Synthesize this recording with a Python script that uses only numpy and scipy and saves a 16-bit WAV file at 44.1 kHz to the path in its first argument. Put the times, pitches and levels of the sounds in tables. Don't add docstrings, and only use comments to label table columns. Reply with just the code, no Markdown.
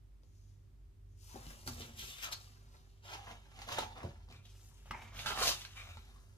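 import sys
import numpy as np
from scipy import signal
from scipy.fft import rfft, irfft
from scipy.io import wavfile
from scipy.ndimage import uniform_filter1d, map_coordinates

SR = 44100
rng = np.random.default_rng(int(sys.argv[2]) if len(sys.argv) > 2 else 0)


def natural_amplitude(level_db):
    exponent = np.asarray(level_db, float) / 20
    return 10 ** exponent


def wav_record(signal):
    frames = np.transpose(np.atleast_2d(signal))
    bounded = np.clip(frames, -1, 1)
    quanta = np.round(bounded * 32767).astype(np.int16)
    wavfile.write(sys.argv[1], SR, quanta)


N = 280917
T = np.arange(N) / SR
SWELL = 1.78

# t/s, ring level/dB, edge tick over it/dB, ring f/Hz
CONTACTS = [(0.234, -62, -4, 500), (1.359, -42, -6, 776), (1.466, -53.5, 10, 580), (1.675, -34, 0, 1170),
            (1.807, -48, 4, 463), (2.323, -40, 4, 1040), (3.035, -60, -5, 830), (3.115, -42, -9, 820),
            (3.59, -47, 8, 836), (3.618, -41, 2, 820), (3.688, -29.5, -8, 1080), (3.719, -36, -3, 750),
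            (3.784, -19, -14, 757), (3.979, -40, -16, 650), (4.031, -37, -33, 980), (4.287, -54, -3, 950),
            (4.301, -51.5, -2, 690), (4.324, -42.5, -5, 2490), (4.451, -66, -12, 815),
            (4.857, -52, -16, 740), (4.9095, -33, 0.5, 1180), (5.191, -29, -7, 2450),
            (5.2595, -25.5, -5.5, 1570), (5.421, -19, -13, 1220), (5.471, -33, 8, 636),
            (5.49, -31.5, 6, 620), (5.65, -41, 6, 1610), (5.971, -44.5, -3, 890), (6.16, -50, -15, 1080),
            (1.685, -43, -1, 1090), (1.82, -50.5, 5, 900), (3.757, -41.5, 2, 790), (3.819, -33, -21, 825),
            (4.912, -28.5, -25, 1100), (5.016, -56, 3, 1690), (5.133, -53, -5, 690), (5.278, -30, -8, 1410),
            (5.352, -37, -15, 800), (5.401, -36, -5, 1300), (5.427, -25, -10, 1050), (5.451, -39, 0, 1210),
            (5.515, -34, -1, 1010), (5.759, -51, 1, 1100), (5.889, -48, 2, 705), (5.261, -28, -24, 3230),
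            (2.242, -41, -7, 2950), (2.262, -43, -3, 1410), (3.3135, -45, 3, 760), (5.414, -27.5, -15, 636)]
# f/Hz, width/Hz, level/dB
SLAB_MODES = [(77.4, 53, 6), (130.7, 16, -1), (225, 30.6, 1), (363.5, 24, -7), (528, 123, -5)]


def sliding(edge_db):
    # f/Hz, width/Hz, level/dB
    edge_modes = [(2860, 680, 5), (3760, 87, -5), (5140, 800, -0.5), (6530, 360, 5.5)]
    # f/Hz, level/dB
    fizz_spectrum = [(4000, -16), (6500, 1), (7500, -4), (9000, -5), (11500, -5), (13500, -6.5),
                     (15000, -10.5), (16000, -19)]
    fizz_lag, sheen_hz, sheen = 0.21, 11200, 0.23
    fizz_db = grip(axis=3) - fizz_lag * (edge_db + 55.5)
    bright_hz = grip(axis=2)
    grit = slips(9000, 2.9, clump_db=1.5)
    coarse = slips(2500, 1.4, clump_db=3.0)
    edge = evened(body(grit, edge_modes)) + 1.72 * evened(resonate(coarse, bright_hz, 2900, order=2))
    fizz = steadied(colour(grit, fizz_spectrum))
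    high_pass = signal.butter(2, sheen_hz, "high", fs=SR, output="sos")
    top = signal.sosfiltfilt(high_pass, fizz)
    sheen_gain = natural_amplitude(sheen * (edge_db + 63.5)) - 1
    return natural_amplitude(edge_db) * (steadied(edge) + natural_amplitude(fizz_db) * (fizz + sheen_gain * top))


def pressing(blade_db):
    # f/Hz, width/Hz, level/dB
    blade_modes = [(658, 182, 1.5), (857, 99, -2), (1080, 260, -1), (1387, 126, -1.5), (1620, 210, 1),
                   (2160, 920, 1)]
    base_db, slab_lag = -7, 0.42
    damped = 0.3
    weight_db, bend_hz = grip(axis=4), grip(axis=1)
    slab_db = base_db + weight_db - slab_lag * (blade_db + 62.0)
    drag = slips(1100, 2.34, clump_db=4.5)
    tack = slips(2400, 2.5, clump_db=1.5)
    blade = natural_amplitude(damped * weight_db) * evened(body(drag, blade_modes))
    blade = blade + 0.64 * evened(resonate(tack, bend_hz, 690, order=2))
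    slab = natural_amplitude(np.minimum(slab_db, 7.5)) * steadied(body(drag, SLAB_MODES), size=5000)
    return natural_amplitude(1.0 + blade_db) * (steadied(blade) + slab)


def effort(axis):
    # peak t/s, edge scrape level/dB, blade drag level/dB,
    # rise t/s, fall t/s per 20 dB (its sign is ignored)
    handling = [(1.23, -71, -86, 0.09, 2.5), (1.29, -68.5, -72.5, 0.09, 1.9),
                (1.356, -76, -62.5, 0.078, 0.5), (1.51, -64, -63, 0.11, 0.05),
                (1.68, -46.5, -49.5, 0.025, 0.0337), (1.72, -59, -60, 0.024, 0.21),
                (1.81, -53, -63, 0.071, 0.07), (1.85, -60, -63, 0.067, -0.14),
                (1.994, -50.5, -64.5, 0.058, 0.2665), (2.11, -55, -68, 0.17, 0.12),
                (2.18, -55.5, -71, 0.05, 0.2), (2.243, -41, -51, 0.046, 0.0421),
                (2.262, -56, -50, 0.019, 0.0867), (2.33, -41.5, -46.5, 0.027, 0.0157),
                (2.37, -64, -70.5, .04, 0.29), (2.45, -70.5, -74, 0.31, .15), (2.6, -92, -77.5, 0.41, 0.8),
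                (2.75, -73, -72, 0.089, 0.16), (2.93, -85, -97, 0.17, .2)]
    first_cut = [(3.052, -61.5, -66, 0.035, 0.54), (3.143, -52, -51.5, 0.14, 0.07),
                 (3.31, -59.5, -54.5, 0.15, 0.08), (3.45, -78, -74.5, 0.16, 2.5),
                 (3.59, -62.5, -61.5, 0.13, 0.07), (3.62, -55.5, -59.5, 0.034, 0.08),
                 (3.69, -51, -49, 0.039, 0.07), (3.722, -45, -44.5, 0.027, 0.123),
                 (3.788, -43, -41.5, 0.026, 0.0757), (3.9, -68.5, -67, 0.22, 0.5),
                 (3.978, -62.5, -51, 0.046, 0.04), (4.049, -64, -54.5, 0.13, 0.06),
                 (4.1, -70, -66.5, 0.12, 0.1), (4.331, -66, -66, 0.084, 0.1), (4.458, -66, -90, 0.04, 0.1),
                 (4.5, -75.5, -88, 0.087, 1), (4.6, -83, -83.5, 0.24, 9.5), (4.78, -78, -87, 0.085, 2)]
    second_cut = [(4.86, -70.5, -72.5, 0.033, 0.6), (4.913, -61.5, -54.5, 0.0033, 0),
                  (4.95, -71, -58, 0.036, 0.25), (5.03, -64.5, -71, 0.24, 0.2),
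                  (5.188, -51, -58, 0.078, 0.52), (5.14, -66, -62, 0.045, 0.85),
                  (5.261, -42.5, -43.5, 0.0044, 0.1455), (5.307, -50, -45, 0.094, 0.0851),
                  (5.37, -59, -45.5, 0.034, 0.16), (5.425, -40, -38, 0.09, 0.117),
                  (5.488, -32, -47, 0.16, 0.0655), (5.62, -54, -72, 0.51, 0.1),
                  (5.651, -63, -58.5, 0.017, -0.03), (5.72, -64.5, -87, 0.082, 0.48),
                  (5.771, -57, -60.5, 0.032, 0.24), (5.89, -69, -65.5, 0.14, 0.16),
                  (6.1, -79, -73.5, 0.23, 0.5)]
    return strokes(np.concatenate([handling, first_cut, second_cut])[:, [0, axis, 3, 4]])


def grip(axis):
    holds = [(1.2, 1080, 5000, 0, -17), (1.5, 780, 3600, 1, 4.5), (1.68, 796, 4900, 1.5, 7.5),
             (1.85, 730, 3200, -4.5, 10.5), (2.08, 1340, 3380, -2, 10.5), (2.25, 1450, 2700, -6, -26),
             (2.33, 1350, 4400, -4.5, 0.5), (2.9, 860, 4150, -6.5, -4), (3.1, 844, 3000, -11.5, -6),
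             (3.75, 810, 3180, -8.5, 1.5), (4.1, 690, 3580, -10.5, 1.5), (4.45, 1050, 3570, -9, 5),
             (4.65, 770, 4140, 4.5, 1), (4.92, 1160, 2360, -10, 0.5), (5.22, 1420, 3280, -9, 3.5),
             (5.45, 1030, 4500, -4, 2), (5.8, 1390, 2430, -9.5, -7.5), (6.2, 1150, 4270, -2, 2)]
    columns = np.transpose(holds)
    return np.interp(T, columns[0], columns[axis])


def hushed(hush_db=-3.0, before_s=0.0074):
    contact_s = np.sort(np.append(np.transpose(CONTACTS)[0], 99))
    wait_s = contact_s[np.searchsorted(contact_s, T)] - T
    return natural_amplitude(hush_db * np.clip(1 - wait_s / before_s, 0, 1) ** .5)


def singing():
    rubs = [(1.335, -68, 950, 0.081, .04), (1.468, -68, 2920, 0.011, 0.35), (1.808, -51, 3150, .004, 0),
            (1.825, -55, 3340, 0.015, .03), (2.243, -58, 2980, .02, 0.1), (2.26, -52, 1300, .015, 0.05),
            (2.329, -44, 4400, 0.011, -0.0344), (3.725, -53, 3570, 0.0089, 0.22),
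            (3.79, -46, 4050, 0.0094, .03), (3.81, -48.5, 858, .012, 0.09), (3.855, -60, 870, 0.011, 0.4),
            (4.93, -54, 2200, .018, .22), (4.93, -55, 920, .015, .2), (5.262, -48, 3200, .004, .03),
            (5.264, -48, 1560, .004, .04), (5.29, -52, 3700, .03, .05), (5.365, -50, 1300, .02, .06),
            (5.425, -42, 700, .025, .03), (5.42, -48, 3000, .03, .05), (5.453, -46, 6300, 0.026, -0.12),
            (5.775, -51.5, 2370, .015, -0.09), (5.78, -63, 1250, 0.021, 0.1),
            (5.77, -63.5, 3770, .012, -0.44), (5.775, -57, 2960, .015, 0.05),
            (5.9, -63.5, 2420, 0.021, 0.18), (5.895, -66, 1340, .015, 0.13), (2.0, -54, 3260, 0.032, -0.05),
            (2.11, -57, 3460, 0.07, -0.17), (3.06, -64, 3100, .03, 0.5), (3.125, -52, 820, .012, 0.16),
            (3.28, -58.5, 890, 0.041, -0.1), (3.312, -55, 780, 0.014, -0.02),
            (4.325, -68, 2450, 0.016, 0.18), (4.36, -65, 3800, 0.019, .03), (4.457, -60, 3560, .018, 0),
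            (4.72, -75.5, 904, .03, 0.05), (4.56, -78, 2800, .04, .06), (5.272, -47.5, 3060, 0.0091, -0.2)]
    sharpness = 6.0
    out, t = np.zeros(N), np.arange(16000) / SR
    for s, db, hz, rise, fall in rubs:
        rise, fall = abs(rise), abs(fall)
        jerks = rng.standard_normal(len(t))
        since = t - rise
        decay = natural_amplitude(-20 * np.maximum(since, 0) / fall)
        shape = np.where(since < 0, (t / rise) ** SWELL, decay)
        add(out, s - rise, natural_amplitude(db) * shape * evened(resonate(jerks, hz, hz / sharpness, order=2)))
    return out


def taps():
    ring_s, shortens_by = 0.03, 0.85
    out, t, bright_hz = np.zeros(N), np.arange(3000) / SR, grip(axis=2)
    for s, db, tick_db, hz in CONTACTS:
        a, b = rng.standard_normal((2, len(t)))
        t60, tick_hz = ring_s * (800 / hz) ** shortens_by, bright_hz[round(s * SR)]
        ring = np.sin(2 * np.pi * hz * t) + 0.5 * evened(resonate(a, hz, 470))
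        ring = ring * natural_amplitude(-60 * t / t60)
        tick = evened(resonate(resonate(b, tick_hz, 2800), tick_hz, 2800))
        tick = tick * natural_amplitude(tick_db + 4.5 - 60 * t / 0.0094)
        onset = np.minimum(t / 0.00045, 1)
        add(out, s, natural_amplitude(db - 5.0) * (ring + 0.87 * tick) * onset)
    return out


def thuds():
    # t/s, level/dB, knock f/Hz, knock share 0-1, t60/s
    blows = [(1.344, -36, 220, 0.9, 0.2), (1.357, -31, 370, 0.56, 0.45), (1.466, -36, 138, 0.8, 0.34),
             (1.663, -32, 286, 0.02, 0.21), (1.676, -30.5, 224, 0.3, 0.36), (1.801, -37.5, 353, 0.25, 0.14),
             (1.998, -59, 152, 0.7, 0.13), (3.113, -54, 150, 0.2, 0.18), (3.785, -31, 510, 0.64, 0.17),
             (4.037, -25, 353, 0.46, 0.24), (4.048, -28, 155, 0.4, 0.17), (4.298, -46, 155, 1, 0.26),
             (4.903, -37.5, 154, 0, 0.63), (5.416, -26, 518, 1, 0.099), (5.965, -43, 263, 0.06, 0.15)]
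    out, t = np.zeros(N), np.arange(8000) / SR
    for s, db, hz, share, t60 in blows:
        push = rng.standard_normal(len(t)) * natural_amplitude(-60 * t / 0.0088)
        boom = body(push, SLAB_MODES)
        knock = np.sin(2 * np.pi * hz * t) * natural_amplitude(-60 * t / .05) * np.minimum(t / .002, 1)
        decay = natural_amplitude(db - 5.5 - 60 * t / max(t60, .03))
        add(out, s, decay * (share * knock + (1 - share) * boom / abs(boom).max()))
    return out


def pinch():
    rubs = [
        (0.246, -84, .05, .4),
        (0.39, -79, .2, .3),
        (0.51, -81, .2, .12),
        (1.13, -84, .1, .1),
    ]
    # f/Hz, level/dB
    hiss_spectrum = [(1500, -35), (2500, -10), (4200, -7), (5600, -2.5), (6800, -1), (8000, -11),
                     (11500, -12), (16000, -23)]
    return natural_amplitude(strokes(rubs)) * evened(colour(slips(12000, 1.5, clump_db=-1.0), hiss_spectrum))


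def cabinet():
    modes_hz = [46.0, 81.8]
    shoves = [(0.95, -58.5, -75), (1.5, -57, -63), (1.72, -56.5, -47.5), (3.15, -99, -57),
              (3.76, -58, -57.5), (4.07, -62, -50.5), (4.241, -55, -57), (4.76, -75, -89), (4.94, -62, -62),
              (5.18, -53.5, -79), (5.41, -51, -63), (5.92, -54.5, -55.5)]
    rest_db, rise_s, fall_s = [-69, -70], [0.2, 0.1], [0.16, 0.26]
    out = np.zeros(N)
    for k, hz in enumerate(modes_hz):
        sway_db = strokes([(row[0], row[1 + k], rise_s[k], fall_s[k]) for row in shoves])
        murmur = evened(resonate(rng.standard_normal(N), hz, 2.8))
        out += tone(hz, sway_db, 1.3) + natural_amplitude(rest_db[k]) * murmur
    return out


def appliance():
    # level/dB, left-right/dB
    orders_db = [(-61, -1.5), (-64.5, -5), (-83, -13.5)]
    # f/Hz, level/dB
    whine_lines = [(200, -89), (138, -78)]
    shaft_hz, mains_hz, mains_db = 49.21, 99.93, -68
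    late_db, build_s = 7, 2.8
    builds_db = (0, 0, late_db * (np.minimum(T / build_s, 1) - 1))
    out = tone(mains_hz, mains_db, 0.36) + np.zeros((2, 1))
    for order, more_db, (db, pan_db) in zip((1, 2, 8.001), builds_db, orders_db):
        sides = natural_amplitude(np.array([[pan_db], [-pan_db]]) / 2)
        out = out + tone(order * shaft_hz, db + more_db, 0.8) * sides
    return out + sum(tone(hz, db, 2.5) for hz, db in whine_lines)


def kitchen(x, turns=5.5):
    # f/Hz, t60/s
    decay_times = [(100, 0.27), (500, 0.21), (2000, 0.14), (6000, 0.15), (15000, 0.062)]
    count = SR // 3
    echoes = np.zeros((3, 2, count))
    at = np.arange(40, count - 20, 20) + rng.integers(0, 20, (3, 2, (count - 41) // 20))
    np.put_along_axis(echoes, at, rng.choice([-1., 1.], at.shape), 2)
    hz, t, z = signal.stft(echoes, SR, nperseg=256)
    decay = natural_amplitude(-60 * t / read(decay_times, hz)[:, None])
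    tail = signal.istft(z * decay, SR, nperseg=256)[1]
    low_pass = signal.butter(2, 420, fs=SR, output="sos")
    tail[:, 1] += signal.sosfiltfilt(low_pass, tail[:, 0] - tail[:, 1])
    tail = tail / np.linalg.norm(tail[0, 0])
    share = np.sqrt(2 / 3) * np.cos(np.pi * (turns * T + np.arange(3)[:, None] / 3))
    return signal.fftconvolve((x * share)[:, None], tail, axes=2).sum(0)[:, :N]


def air():
    # f/Hz, left-right likeness -1 to 1
    likeness = [(60, 1), (240, 0.23), (950, -0.21), (3770, 0.16), (15000, -0.34)]
    # f/Hz, level/dB per Hz
    spectrum = [(20, -39.5), (60, -12), (140, -19), (175, -28), (330, -32), (480, -42), (6000, -53),
                (16000, -57)]
    hz = np.fft.rfftfreq(N, 1 / SR)
    a, b = rfft(rng.standard_normal((2, N)))
    same = np.clip(read(likeness, hz), -1, 1)
    z = np.array([a, same * a + np.sqrt(1 - same ** 2) * b]) * natural_amplitude(read(spectrum, hz))
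    above_bass = np.std(irfft(z * (hz > 150), N))
    return natural_amplitude(-75) * irfft(z, N) / above_bass


def slips(per_s, spread_db, clump_db):
    size = natural_amplitude(spread_db * np.minimum(rng.exponential(1, N), 3.7) + clump_db * drift(63))
    return size * rng.choice([-1., 1.], N) * (rng.random(N) < per_s / SR)


def strokes(rows):
    s, db, rise, fall = np.transpose(rows)[:, :, None]
    coarse_t = T[::32]
    since = coarse_t - s
    swell = np.clip(1 + since / abs(rise), 0, 1) ** SWELL
    decay = natural_amplitude(-20 * np.maximum(since, 0) / abs(fall))
    shape = np.where(since < 0, swell, decay)
    power = ((natural_amplitude(db) * shape) ** 2).sum(0)
    return np.interp(T, coarse_t, 10 * np.log10(power + 1e-14))


def resonate(x, hz, width, order=1):
    turn = np.exp(2j * np.pi * np.cumsum(hz * np.ones(len(x))) / SR)
    r = np.exp(-np.pi * abs(width) / SR)
    return 2 * (turn * signal.sosfilt([[1 - r, 0, 0, 1, -r, 0]] * order, x * turn.conj())).real


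def body(x, modes):
    out = 0
    for k, (hz, width, db) in enumerate(modes):
        mode = resonate(x, hz, 1.58 * width, order=2) / np.sqrt(width)
        out = out + (-1) ** k * natural_amplitude(db) * mode
    return out


def tone(hz, db, waver_db):
    in_step_s = .5
    return np.sqrt(2) * natural_amplitude(db + waver_db * drift(2.6)) * np.cos(2 * np.pi * hz * (T - in_step_s))


def drift(per_s):
    low_pass = signal.butter(2, per_s, fs=SR, output="sos")
    return evened(signal.sosfilt(low_pass, rng.standard_normal(N + SR))[SR:])


def colour(x, spectrum):
    return irfft(rfft(x) * natural_amplitude(read(spectrum, np.fft.rfftfreq(len(x), 1 / SR))), len(x))


def read(points, hz):
    f, value = np.transpose(points)
    return np.interp(np.log(hz + 1), np.log(f + 1), value)


def evened(x):
    return x / np.sqrt(np.mean(x ** 2) + 1e-20)


def steadied(x, size=4000):
    return x / np.sqrt(uniform_filter1d(x ** 2, size) + 1e-20)


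def add(mix, s, sound):
    part = mix[round(s * SR):][:len(sound)]
    part += sound[:len(part)]


def scene():
    # t/s, delay to the right port/ms, left-right/dB (10 is even)
    hands = [(1.2, 0.32, 17), (1.75, 0.27, 7.5), (2.25, 0.23, 12), (2.75, 0.35, 10), (3.25, 0.18, 8),
             (3.75, 0.19, 7), (4.25, 0.2, 10), (4.75, -0.128, 13.5), (5.25, 0.11, 4.5), (5.75, 0.1, 10),
             (6.2, 0.2, 12)]
    hush, edge_db = hushed(), effort(axis=1)
    friction = hush * (pressing(effort(axis=2)) + sliding(edge_db))
    near = friction + taps() + thuds() + pinch() + singing()
    wide = natural_amplitude(-2.5) * hush * sliding(edge_db)
    s, lag_ms, pan_db = np.transpose(hands)
    late_at = np.arange(N) - np.interp(T, s, lag_ms) * SR / 1000
    late = map_coordinates(near, [late_at], order=1)
    side = natural_amplitude(np.interp(T, s, pan_db) / 2 - 5.0)
    direct = np.array([near * side + wide, late / side])
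    return direct + natural_amplitude(-3.5) * kitchen(near) + appliance() + cabinet() + air()


def top_cut(x):
    return signal.sosfilt(signal.butter(12, 15560, fs=SR, output="sos"), x)


def record(dry):
    low_pass = signal.firwin(401, 15560, window=("kaiser", 9), fs=SR)
    mix = signal.oaconvolve(dry, low_pass[None], "same")
    return top_cut(mix)


dry = scene()
out = record(dry)
wav_record(out)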